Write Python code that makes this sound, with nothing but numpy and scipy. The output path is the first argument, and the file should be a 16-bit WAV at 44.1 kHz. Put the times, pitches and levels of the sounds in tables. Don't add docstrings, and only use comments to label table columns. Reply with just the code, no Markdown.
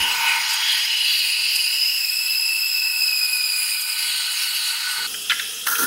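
import sys
import numpy as np
from scipy import signal
from scipy.fft import rfft, irfft, next_fast_len
from scipy.io import wavfile

SR = 44100
rng = np.random.default_rng(int(sys.argv[2]) if len(sys.argv) > 2 else 0)


def bounce(signal):
    frames = np.transpose(np.atleast_2d(signal))
    limited = np.clip(frames, -1, 1)
    pcm = np.round(limited * 32767).astype(np.int16)
    wavfile.write(sys.argv[1], SR, pcm)


N = 258470

# time in seconds, pitch in Hz, level in dB, steadiness 0-1, octave level in dB.
SCREECH = [(.25, 4770, -50, 0.28, -50), (.46, 4805, -31.5, .4, -44), (.78, 4760, -25, .4, -47),
           (.86, 5000, -30, .4, -45), (1.04, 4960, -27, 0.29, -34), (1.07, 4650, -24, .0, -39),
           (1.5, 4790, -22.5, 0.09, -34), (1.66, 4900, -23, .4, -30), (1.9, 5089, -24, 0.67, -38),
           (2.25, 5113, -21.5, 0.93, -32), (2.96, 5137, -22.5, 0.96, -33), (3.2, 5037, -22, 0.96, -31),
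           (3.5, 4945, -23, 0.93, -26), (3.86, 4900, -28, .8, -32), (4.02, 4800, -29, .5, -36),
           (4.12, 4470, -25.5, .2, -32), (4.38, 4540, -30.5, .15, -36), (4.6, 4490, -28, .2, -34),
           (5.07, 4370, -30.5, .2, -35)]
# multiple of the pitch, relative level in dB.
OVERTONES = [(1.5, 2), (2.5, 2), (3, -2)]
# time in seconds, pitch in Hz, level in dB.
SQUEAL = [(0, 2880, -25.5), (.08, 2850, -24.5), (.15, 2450, -28.5), (.3, 2370, -19), (.42, 2150, -26.5),
          (.48, 3200, -42), (.7, 3300, -21), (.85, 3200, -35), (.87, 2900, -25), (1.16, 2680, -26.5),
          (1.5, 2703, -25.5), (1.95, 2781, -28), (2.05, 2561, -31.5), (2.3, 2643, -27), (2.95, 2625, -26.5),
          (3.22, 2520, -27.5), (3.75, 2420, -31), (4.05, 2373, -32), (4.4, 2285, -41), (5.07, 2203, -48)]
SCREECH_WANDER_PER_S, SQUEAL_WANDER_PER_S = (290, 60), (300, 48)
OVERTONES_DB, SKIRT_DB = (-22, -14), (-6, -11)
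# frequency in Hz, width in Hz, relative level in dB.
WALL_MODES = [(2920, 35, 6), (3360, 49, -4), (3740, 90, -9), (4150, 33, 2.5), (4437, 56, -14.5),
              (4650, 12.2, -5), (4900, 9.6, -12)]

# time in seconds, churning in dB, wall ringing in dB, air column in dB.
STEAM = [(0, -26, -36, -26.5), (.3, -26.5, -29, -23.5), (.45, -24, -27.5, -30), (.6, -23.5, -29, -29.5),
         (.76, -24, -26.5, -42), (1.15, -32, -26, -49.5), (1.35, -37, -33, -43.5), (1.9, -37, -41, -51.5),
         (3.3, -44.5, -45, -46), (3.8, -47, -39, -46.5), (4.15, -37, -28, -44), (4.6, -33.5, -34, -45),
         (4.9, -30, -37, -40), (5.07, -33.5, -32, -39)]
# frequency in Hz, relative density in dB per Hz.
SPUTTER_SPECTRUM = [(410, -62), (700, -28), (926, -1.5), (1180, -17), (1410, -4.5), (2330, 3), (3780, -4),
                    (3960, -36), (4760, 3), (6000, -5.5), (7000, -7), (9100, -103), (15400, -120)]
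# frequency in Hz, relative density in dB per Hz.
HISS_SPECTRUM = [(900, -43.5), (1500, -21.5), (2250, -12.5), (2900, -6), (3200, -17), (3950, -16),
                 (4500, -7), (5300, -8.5), (5900, -22), (6600, -15), (8400, -11.5), (10500, -10),
                 (13800, -17.5), (16000, -12)]
# time in seconds, level in dB, top treble against the rest in dB.
HISS_LEVEL = [(0, -28.5, 3), (.5, -25.5, -3), (.9, -28.5, -2), (1.55, -27.5, 0.5), (1.75, -28.5, 0.5),
              (2.8, -31, 0.5), (3.6, -26.5, 0.5), (3.85, -24, -1), (4.2, -22.5, -3), (5.07, -27, -5)]
TOP_TREBLE_HZ = 12000
GAP_HZ, GAP_WIDTH_HZ, GAP_DEPTH = 5950, 1380, (.1, 0.7)
AIR_COLUMN_HZ, AIR_COLUMN_WIDTHS_HZ = 932, (60, 156)
# frequency in Hz, width in Hz, relative level in dB.
AIR_OVERTONE_MODES = [(1500, 51, 1.5), (1276, 150, -4), (1840, 400, -11.5)]
AIR_OVERTONE_DB, AIR_OVERTONE_DB_PER_S = -6, 3
# time in seconds, peak gain in dB ahead of the band-pass.
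SPITS = [(.54, -19), (.725, -23), (1.195, -26), (1.29, -31), (1.56, -17), (3.815, -18)]
SPIT_S, SPIT_BAND_HZ = .009, (7000, 13000)

CUT_S, CUT_FADE_S = 5.072, 0.0082
# frequency in Hz, relative density in dB per Hz.
SOFT_HISS_SPECTRUM = [(400, -38), (600, -38), (1000, -22), (1250, -17), (1800, -21), (2350, -22),
                      (2550, -7.5), (3000, -7.5), (3270, -1.5), (3600, -11.5), (4300, -16.5), (5100, -9.5),
                      (7700, -16), (11000, -11.5), (13500, -23), (16000, -13)]
SOFT_HISS_DB, SOFT_HISS_DB_PER_S = -29, -3.5

# time in seconds, peak in dB, pitch in Hz, length in seconds.
KNOCKS = [(5.1406, -20.5, 3080, 0.012), (5.2972, -6, 3470, 0.01), (5.304, -7.5, 3050, 0.014),
          (5.319, -7.5, 1990, 0.007), (5.3274, -16, 2050, 0.0094), (5.394, -13.5, 3480, 0.015),
          (5.396, -17, 2270, 0.0072), (5.444, -24, 3260, 0.0086), (5.669, -12, 1760, 0.0076),
          (5.753, -12, 3166, 0.014)]
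# frequency in Hz, width in Hz, relative level in dB.
KNOCK_MODES = [(1387, 105, 1), (1670, 220, 2), (2645, 97, -1.5), (3110, 93, -27.5), (3770, 81, -21),
               (4500, 200, -14.5), (4930, 170, -11), (6600, 270, -31)]
# time in seconds, rattle in dB, thud in dB, scrape in dB.
DRAG = [(5.655, -84, -58, -42.5), (5.669, -22, -53, -16.5), (5.767, -32, -57, -21),
        (5.805, -21.5, -29.5, -13.5), (5.843, -23, -31, -16.5), (5.86, -22, -44, -31)]
# frequency in Hz, width in Hz, relative level in dB.
RATTLE_MODES = [(1383, 135, 3.5), (1772, 250, -7.5), (1000, 70, -16), (6500, 220, -17)]
# frequency in Hz, width in Hz, relative level in dB.
THUD_MODES = [(280, 50, 3.5), (466, 105, -8)]
# frequency in Hz, relative density in dB per Hz.
SCRAPE_SPECTRUM = [(1180, -42), (2000, -11), (2640, -39), (3090, -11), (5390, -7), (6250, -1.5),
                   (6940, -16.5), (9660, -2), (14900, -5.5), (16000, 3.5)]

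# floor in dB, first swell in dB, its decay in seconds, second in dB, its decay in seconds.
RUMBLE = (-68.5, -44, .16, -50.5, 1)
# frequency in Hz, relative density in dB per Hz.
RUMBLE_SPECTRUM = [(12, -43), (20, -21.5), (54, -7), (136, -10.5), (206, -2), (263, -8), (387, -5),
                   (438, -1), (625, -11.5), (800, -7.5), (1040, -37.5), (1760, -120)]
# floor in dB, first swell in dB, its decay in seconds, second in dB, its decay in seconds.
THRUM = (-77.5, -43, 0.04, -54, 0.01)
THRUM_HZ, THRUM_WIDTH_HZ = 58, 29
LOW_SWELL_S, LOW_RISE_S = 4.965, 0.021
# time in seconds, level in dB.
HOOT = [(5.36, -71), (5.444, -58.5), (5.758, -48), (5.8, -41)]
HOOT_HZ = 458

ECHO_T60_S, ECHO_DB = 0.051, -4
KITCHEN_T60_S, KITCHEN_DB = 0.78, -9.5
CUTOFF_HZ = 15750


def screech(gust):
    hz, top_db, steady, octave_db = in_time(SCREECH)
    squeal_hz, squeal_db = in_time(SQUEAL)
    top_per_s = between(SCREECH_WANDER_PER_S, steady)
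    squeal_per_s = between(SQUEAL_WANDER_PER_S, steady)
    hz = hz + 25 * drift(7.73)

    high = np.zeros(N)
    for k, db in OVERTONES:
        high += from_db(db + 1.33 * drift(11.0)) * blurred_tone(k * hz, 1.5 * k * top_per_s)
    high *= from_db(top_db + between(OVERTONES_DB, steady))
    octave = from_db(octave_db + 1.5 * drift(5.5)) * blurred_tone(2 * hz, 2.6 * top_per_s)

    tone = from_db(top_db + 1.0 * drift(3.9)) * blurred_tone(hz, top_per_s)
    squeal = from_db(squeal_db) * blurred_tone(squeal_hz, squeal_per_s)
    skirt_db = top_db + between(SKIRT_DB, steady)
    skirt = from_db(skirt_db) * blurred_tone(.92 * hz, np.full(N, 330.))
    low = tone + squeal + skirt
    low = low + from_db(-0.5) * body(low, WALL_MODES)
    return (low + octave + high) * from_db(0.46 * gust)


def steam(gust):
    churn_db, wall_db, air_db = in_time(STEAM)
    hiss_db, treble_db = in_time(HISS_LEVEL)
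    steady = in_time(SCREECH)[2]

    sputter = from_db(churn_db) * coloured(SPUTTER_SPECTRUM, 1.0, 1.0 * gust, 5.7, count=12)
    hiss = from_db(hiss_db) * coloured(HISS_SPECTRUM, 3.0, 0.68 * gust, 7.6, count=26)
    high_pass = signal.butter(2, TOP_TREBLE_HZ, "high", fs=SR, output="sos")
    treble = signal.sosfiltfilt(high_pass, hiss)
    noise = sputter + hiss + (from_db(treble_db) - 1) * treble
    noise = noise - between(GAP_DEPTH, steady) * resonate(noise, GAP_HZ, GAP_WIDTH_HZ)

    wall = from_db(wall_db + 1.6 * drift(3.4)) * rms_one(body(grains(4000, 1.2), WALL_MODES))
    air = grains(3000, 2.9)
    for width_hz in AIR_COLUMN_WIDTHS_HZ:
        air = resonate(air, AIR_COLUMN_HZ, width_hz)
    overtone = resonate(body(grains(3000, 1.6), AIR_OVERTONE_MODES), 1530, 520)
    overtone_db = air_db + AIR_OVERTONE_DB + AIR_OVERTONE_DB_PER_S * np.arange(N) / SR
    air_sound = from_db(air_db) * rms_one(air) + from_db(overtone_db) * rms_one(overtone)
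    return noise + spits() + wall + air_sound


def spits():
    t = np.arange(N) / SR
    envelope = sum(from_db(db) * np.exp(-((t - s) / SPIT_S) ** 2) for s, db in SPITS)
    band_pass = signal.butter(3, SPIT_BAND_HZ, "band", fs=SR, output="sos")
    return envelope * signal.sosfilt(band_pass, rng.standard_normal(N))


def soft_hiss(gust, since_cut_s):
    level_db = SOFT_HISS_DB + SOFT_HISS_DB_PER_S * np.maximum(since_cut_s, 0)
    return from_db(level_db) * coloured(SOFT_HISS_SPECTRUM, 2.1, 0.25 * gust, 23.0, count=20)


def knocks():
    t, out = np.arange(N) / SR, np.zeros(N)
    for s, peak_db, hz, length_s in KNOCKS:
        at = slice(round(s * SR) - 90, round(s * SR) + 3000)
        since = np.maximum(t[at] - s + 0.002, 0) / max(length_s, .002)
        envelope = np.minimum(4 * since, 1) * np.exp(-since ** 2)
        chatter = rng.choice([-1., 1.], len(since)) * envelope
        knock = body(chatter, KNOCK_MODES) + 1.52 * resonate(chatter, hz, 286)
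        out[at] += from_db(peak_db) * knock / np.abs(knock).max()
    return out


def drag():
    rattle_db, thud_db, scrape_db = in_time(DRAG)
    slips = from_db(2.1 * drift(78))
    rattle = from_db(rattle_db) * rms_one(body(slips * grains(4000, 3.5), RATTLE_MODES))
    thud = from_db(thud_db) * rms_one(body(slips * grains(1200, 2.7), THUD_MODES))
    scrape = from_db(scrape_db) * slips * coloured(SCRAPE_SPECTRUM, 0.43, 0, 12, count=10)
    started = np.arange(N) > DRAG[0][0] * SR
    return started * (rattle + thud + scrape)


def hoot():
    started = np.arange(N) > HOOT[0][0] * SR
    return started * from_db(in_time(HOOT)[0]) * blurred_tone(np.full(N, HOOT_HZ), np.full(N, 12.))


def rumble():
    return swells(*RUMBLE) * coloured(RUMBLE_SPECTRUM, 0.38, 0, 6.4, count=5)


def thrum():
    return swells(*THRUM) * rms_one(resonate(rng.standard_normal(N), THRUM_HZ, THRUM_WIDTH_HZ))


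def swells(floor_db, first_db, first_s, second_db, second_s):
    t = np.arange(N) / SR
    since = np.maximum(t - LOW_SWELL_S, 0)
    first = from_db(first_db) * np.exp(-t / first_s)
    second = from_db(second_db) * np.minimum(since / LOW_RISE_S, 1) * np.exp(-since / second_s)
    return from_db(floor_db) + first + second


def echoes(x, t60_s, level_db):
    t = np.arange(SR // 2) / SR
    tail = rng.standard_normal(len(t)) * from_db(-60 * t / t60_s)
    high_pass = signal.butter(2, 1100, "high", fs=SR, output="sos")
    tail = signal.sosfilt(high_pass, tail)
    tail /= np.sqrt(np.sum(tail ** 2))
    return x + from_db(level_db) * signal.fftconvolve(x, tail)[:N]


def blurred_tone(hz, per_s):
    phase = 2 * np.pi * np.cumsum(hz) / SR
    at = np.cumsum(np.clip(per_s, 10, 900)) / 900
    a, b = (np.interp(at, np.arange(N), drift(900)) for _ in range(2))
    return a * np.cos(phase) + b * np.sin(phase)


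def coloured(spectrum, patchy_db, gust, per_s, count):
    size, points = next_fast_len(N), np.array(spectrum)
    hz = np.maximum(np.arange(size // 2 + 1) * SR / size, 1)
    shape = from_db(np.interp(np.log(hz), np.log(points[:, 0]), points[:, 1]))
    bins = rfft(rng.standard_normal(size)) * shape
    place = (count - 1) * np.sqrt(np.interp(hz, points[[0, -1], 0], [0, 1]))
    out = np.zeros(N)
    for band in range(count):
        share = np.clip(1 - np.abs(place - band), 0, 1)
        out += irfft(bins * share, size)[:N] * from_db(patchy_db * (gust + drift(per_s)))
    return rms_one(out)


def grains(per_s, spread_db):
    sizes = from_db(spread_db * np.minimum(rng.exponential(1, N), 5)) * rng.choice([-1, 1], N)
    return rms_one(sizes * (rng.random(N) < per_s / SR))


def body(x, modes):
    return sum((-1) ** k * from_db(db) * resonate(x, hz, width_hz)
               for k, (hz, width_hz, db) in enumerate(modes))


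def resonate(x, hz, width_hz):
    r = np.exp(-np.pi * width_hz / SR)
    poles = [1, -2 * r * np.cos(2 * np.pi * hz / SR), r * r]
    return signal.lfilter([(1 - r * r) / 2, 0, (r * r - 1) / 2], poles, x)


def drift(per_s):
    r = np.exp(-16 * np.pi * per_s / SR)
    noise = rng.standard_normal(N // 8 + 8002)
    slow = signal.lfilter([1], [1, -2 * r, r * r], noise)[8000:]
    return np.interp(np.arange(N) / 8, np.arange(len(slow)), rms_one(slow))


def between(ragged_steady, steadiness):
    ragged, steady = ragged_steady
    return ragged + (steady - ragged) * np.clip(steadiness, 0, 1)


def in_time(rows):
    s, *columns = np.transpose(rows)
    return [np.interp(np.arange(N) / SR, s, c) for c in columns]


def from_db(db):
    return 10 ** (np.asarray(db) / 20)


def rms_one(x):
    return x / np.sqrt(np.mean(np.abs(x) ** 2) + 1e-20)


def scene():
    gust = 0.38 * drift(4.4) + 0.44 * drift(21.0)
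    since_cut_s = np.arange(N) / SR - CUT_S
    before_cut = np.clip(-since_cut_s / CUT_FADE_S, 0, 1)
    jet = from_db(-1.5) * echoes(screech(gust) + steam(gust), ECHO_T60_S, ECHO_DB)
    after_cut = echoes(soft_hiss(gust, since_cut_s), ECHO_T60_S, ECHO_DB)
    blows = echoes(knocks() + drag(), KITCHEN_T60_S, KITCHEN_DB)
    mono = before_cut * jet + (1 - before_cut) * after_cut + blows + rumble() + thrum() + hoot()
    return np.array([mono, mono])


def record(dry):
    return signal.sosfilt(signal.ellip(14, .3, 70, CUTOFF_HZ, fs=SR, output="sos"), dry)


dry = scene()
out = record(dry)
bounce(out)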